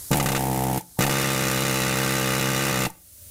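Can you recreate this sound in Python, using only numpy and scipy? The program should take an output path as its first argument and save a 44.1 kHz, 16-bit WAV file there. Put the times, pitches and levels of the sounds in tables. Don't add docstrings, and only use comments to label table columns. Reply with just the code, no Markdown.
import sys
import numpy as np
from scipy import signal
from scipy.fft import rfft, irfft
from scipy.io import wavfile

SR = 44100
rng = np.random.default_rng(int(sys.argv[2]) if len(sys.argv) > 2 else 0)


def int16_out(signal):
    q = np.round(np.clip(np.atleast_2d(signal).T, -1, 1) * 32767)
    wavfile.write(sys.argv[1], SR, q.astype(np.int16))


def how_loud(loudness_db):
    steps = np.asarray(loudness_db, float) / 20
    return 10 ** steps


N = 145530

# frequency in Hz, level in dB per Hz.
AIR_COLOUR = [(710, -17), (1200, -9.5), (1730, -4), (2020, -4.5), (2320, -5.5), (4360, -12), (10000, -6.5),
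              (16000, -9)]
AIR_LOW_CUT_HZ = 6070


def rms_one(x):
    return x / np.sqrt(np.mean(x ** 2) + 1e-20)


def clicks(times_s, level_db):
    out = np.zeros(N)
    out[(np.asarray(times_s) * SR).astype(int)] = how_loud(level_db)
    return out


def ring(x, hz, t60_s):
    radius = how_loud(-60 / (t60_s * SR))
    angle = 2 * np.pi * hz / SR
    return signal.lfilter([0, np.sin(angle)], [1, -2 * radius * np.cos(angle), radius ** 2], x + 1e-18)


def soft(x, lag_s):
    r = np.exp(-1 / (lag_s * SR))
    return signal.lfilter([1 - r], [1, -r], x + 1e-18)


def swell(x, rise_s, fall_s):
    return soft(soft(x, rise_s), fall_s) * fall_s * SR


def cut(x, hz, kind):
    return signal.lfilter(*signal.butter(2, hz, kind, fs=SR), x)


def tint(x, colour):
    hz, db = np.transpose(colour)
    bins_hz = np.arange(N // 2 + 1) * SR / N
    gain = how_loud(np.interp(np.log(bins_hz + 1), np.log(hz), db, left=-80))
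    return irfft(rfft(x) * rms_one(gain), N)


def hiss(colour):
    return tint(rng.standard_normal(N), colour)


def strokes():
    # time in seconds, stroke number.
    first = [(.1133, 0), (.1436, 2), (.1555, 3), (.197, 6), (.2262, 8), (.258, 10), (.2863, 12),
             (.3171, 14), (.3764, 18), (.4976, 26), (.7741, 44)]
    second = [(.9889, 0), (1.0051, 1), (1.1371, 10), (1.3149, 22), (1.4809, 33), (1.5737, 39), (1.6784, 46),
              (1.969, 65), (2.1498, 77), (2.3785, 92), (2.5909, 106), (2.7091, 114), (2.8647, 124)]
    first_hits = [0, 1, 6, 10, 12, 14, 16, 17]
    second_misses = [4, 6, 124]
    bursts_s = []
    for pace in (first, second):
        at_s, number = np.transpose(pace)
        bursts_s.append(np.interp(np.arange(pace[-1][1] + 1), number, at_s))
    hit_first = np.isin(np.arange(len(bursts_s[0])), first_hits)
    hit_second = ~np.isin(np.arange(len(bursts_s[1])), second_misses)
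    times_s = np.concatenate(bursts_s)
    jitter_s = 0.0003 * rng.standard_normal(len(times_s))
    return times_s + jitter_s, np.concatenate([hit_first, hit_second])


def exhaust(times_s, hit):
    # frequency in Hz, level in dB, t60 in seconds, delay in seconds.
    modes = [(142, -1, 0.036, .0007), (175.4, -18.5, 0.34, .0007), (188, -5.5, 0.051, .0007),
             (321.6, -7, 0.042, 0.0058), (467, -7.5, 0.039, .0007), (510, -7.5, 0.0064, 0.0063),
             (756, -2, 0.027, -.0007), (884, -8, .02, .0008), (906, -5.5, 0.021, .0009)]
    spread_db = 1.6 * rng.standard_normal((len(times_s), len(modes) + 1))
    surge_db = 2 * np.exp(-(times_s - times_s[0]) / 0.078)
    port_db = -4.5 * hit
    pop = np.zeros(N)
    for k, (hz, level_db, t60_s, delay_s) in enumerate(modes):
        drive_db = port_db if k >= len(modes) - 3 else surge_db
        pop += ring(clicks(times_s + delay_s, level_db + spread_db[:, k] + drive_db), hz, t60_s)
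    pop = how_loud(-4.5) * cut(cut(pop, 1340, "low"), 68, "high")
    echo_s = 0.0065
    pop += how_loud(-11.5) * cut(np.roll(pop, int(echo_s * SR)), 594, "low")

    releases = clicks(times_s + 0.001, 1.5 * spread_db[:, -1])
    bright_air = cut(hiss(AIR_COLOUR), AIR_LOW_CUT_HZ, "high")
    puff = bright_air * swell(releases, rise_s=0.0005, fall_s=0.0014)
    stream = hiss(AIR_COLOUR) * swell(releases, rise_s=0.00055, fall_s=0.014)
    return pop + how_loud(-6) * puff + how_loud(-18.5) * stream


def blows(times_s):
    # frequency in Hz, level in dB, t60 in seconds.
    steel_modes = [(1424, -7.5, 0.037), (1572, -2, 0.044), (1904, -3, 0.028), (2023, -1, .04),
                   (2523, -4, 0.038), (2715, -5, 0.067), (2905, -4.5, 0.057), (3660, -9.5, 0.054),
                   (4010, -3.5, .04), (4660, -7.5, 0.02), (5380, -11, 0.012), (6300, -9, .012),
                   (7330, -2, 0.0087), (8800, -12, .01)]
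    # frequency in Hz, level in dB, t60 in seconds.
    pan_modes = [(61, 1, 0.081), (351.6, -2, 0.066), (526, -2.5, 0.078), (640, 5, 0.012),
                 (1163, 0.5, 0.033)]
    # frequency in Hz, level in dB per Hz.
    crack_colour = [(410, -42), (700, -10.5), (1940, 7), (2240, 5.5), (2800, 5), (3200, 2), (6320, 4),
                    (16000, -5.5)]
    delay_s, rebound_s, rise_s, fall_s = 0.001174, 0.0066, 0.0014, 0.0051
    opening = (np.diff(times_s, prepend=0) > 0.1) * (np.diff(times_s, append=9) < 0.1)
    blow_db = 0.6 * rng.standard_normal(len(times_s)) - 9 * opening
    train = clicks(times_s + delay_s, blow_db)
    train += clicks(times_s + delay_s + rebound_s, blow_db - 10)

    shape = swell(np.eye(1, 1500)[0], rise_s, fall_s)
    fresh = swell(train, rise_s, fall_s) * rng.standard_normal(N)

    def contact(same_share):
        scrape = shape * rng.standard_normal(len(shape))
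        same = signal.fftconvolve(train, scrape)[:N]
        return same_share * same + np.sqrt(1 - same_share ** 2) * fresh

    rattle, crack = contact(0.85), contact(0.5)
    steel = sum(how_loud(level_db - 20) * ring(rattle, hz, t60_s) for hz, level_db, t60_s in steel_modes)
    pan = sum(how_loud(level_db) * ring(train, hz, t60_s) for hz, level_db, t60_s in pan_modes)
    return how_loud(-9) * steel + how_loud(-12.5) * pan + how_loud(-5) * tint(crack, crack_colour)


def valve():
    # start in seconds, whistle level in dB, spit level in dB.
    moves = [
        (0.1082, -31, -14),
        (.806, -20.5, -13),
        (.972, -36, -48),
        (0.982, -34, -22),
        (2.898, -21, -13),
    ]
    times_s, hoot_db, spit_db = np.transpose(moves)
    hoot_hz = 880
    hoot = ring(ring(clicks(times_s, hoot_db - 24), hoot_hz, 0.008), hoot_hz, 0.045)
    bright_air = cut(hiss(AIR_COLOUR), AIR_LOW_CUT_HZ, "high")
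    spit = bright_air * swell(clicks(times_s + 0.003, spit_db), rise_s=0.0008, fall_s=0.0025)
    inrush = soft(ring(clicks(0.1072, -9), 203, 0.012), 0.00018)
    return hoot + spit + inrush


def garage(x):
    t = np.arange(SR // 2) / SR
    white = rng.standard_normal(len(t))
    low = soft(white, 0.00008)
    low_t60_s, top_t60_s = 0.3, 0.2
    tail = low * how_loud(-60 * t / low_t60_s) + (white - low) * how_loud(-60 * t / top_t60_s)
    tail *= t > 0.004
    return how_loud(-19) * signal.fftconvolve(x, tail / np.sqrt(np.sum(tail ** 2)))[:N]


def background():
    # frequency in Hz, level in dB per Hz.
    leak_before = [(180, -59), (300, -16), (961, -17.5), (1720, -19), (2700, -23.5), (3830, -14),
                   (10700, -4), (16000, -9.5)]
    leak_after = [(180, -53), (300, -24), (603, -11), (701, -27), (3240, -19), (11900, -6), (13100, -18),
                  (14700, -4), (16000, -6)]
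    # frequency in Hz, level in dB per Hz.
    rumble = [(15, -47), (25, -17), (92, -1), (156, -20.5), (204, -19.5), (400, -27.5), (520, -54),
              (880, -120)]
    t = np.arange(N) / SR
    leak_shift_s = 2.0
    leak = np.where(t < leak_shift_s, how_loud(-37.5) * hiss(leak_before), how_loud(-36.5) * hiss(leak_after))
    hum = rms_one(ring(rng.standard_normal(N), 590, 0.2))
    return leak + how_loud(-48.5) * hiss(rumble) + how_loud(-68.5) * hum


def scene():
    times_s, hit = strokes()
    tool = exhaust(times_s, hit) + blows(times_s[hit]) + valve()
    mid = tool + garage(tool) + background()
    side = how_loud(-41.5) * np.roll(mid, 300)
    return np.array([mid + side, mid - side])


def top_cut(x):
    return signal.sosfilt(signal.butter(12, 16740, fs=SR, output="sos"), x)


def record(dry):
    threshold_db, squeeze, release_db_per_s = -26.5, 0.82, 28
    quick_share, quick_s, attack_s = 0.63, 0.01, 0.067
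    level_db = 10 * np.log10(soft(dry.mean(axis=0) ** 2, 0.015) + 1e-12)
    ahead = int(0.011 * SR)
    level_db = np.append(level_db[ahead:], np.zeros(ahead) - 99)
    over_db = squeeze * np.maximum(level_db - threshold_db, 0)
    over_db = quick_share * soft(over_db, quick_s) + (1 - quick_share) * soft(over_db, attack_s)
    ramp_db = release_db_per_s * np.arange(N) / SR
    gain_db = ramp_db - np.maximum.accumulate(over_db + ramp_db)
    x = cut(dry, 7.3, "high") * how_loud(gain_db)
    top = 0.4
    x = top * np.tanh(x / top)
    low_pass = signal.cheby2(12, 70, 16200 * 1.03, fs=SR, output="sos")
    return top_cut(signal.sosfilt(low_pass, x))


dry = scene()
out = record(dry)
int16_out(out)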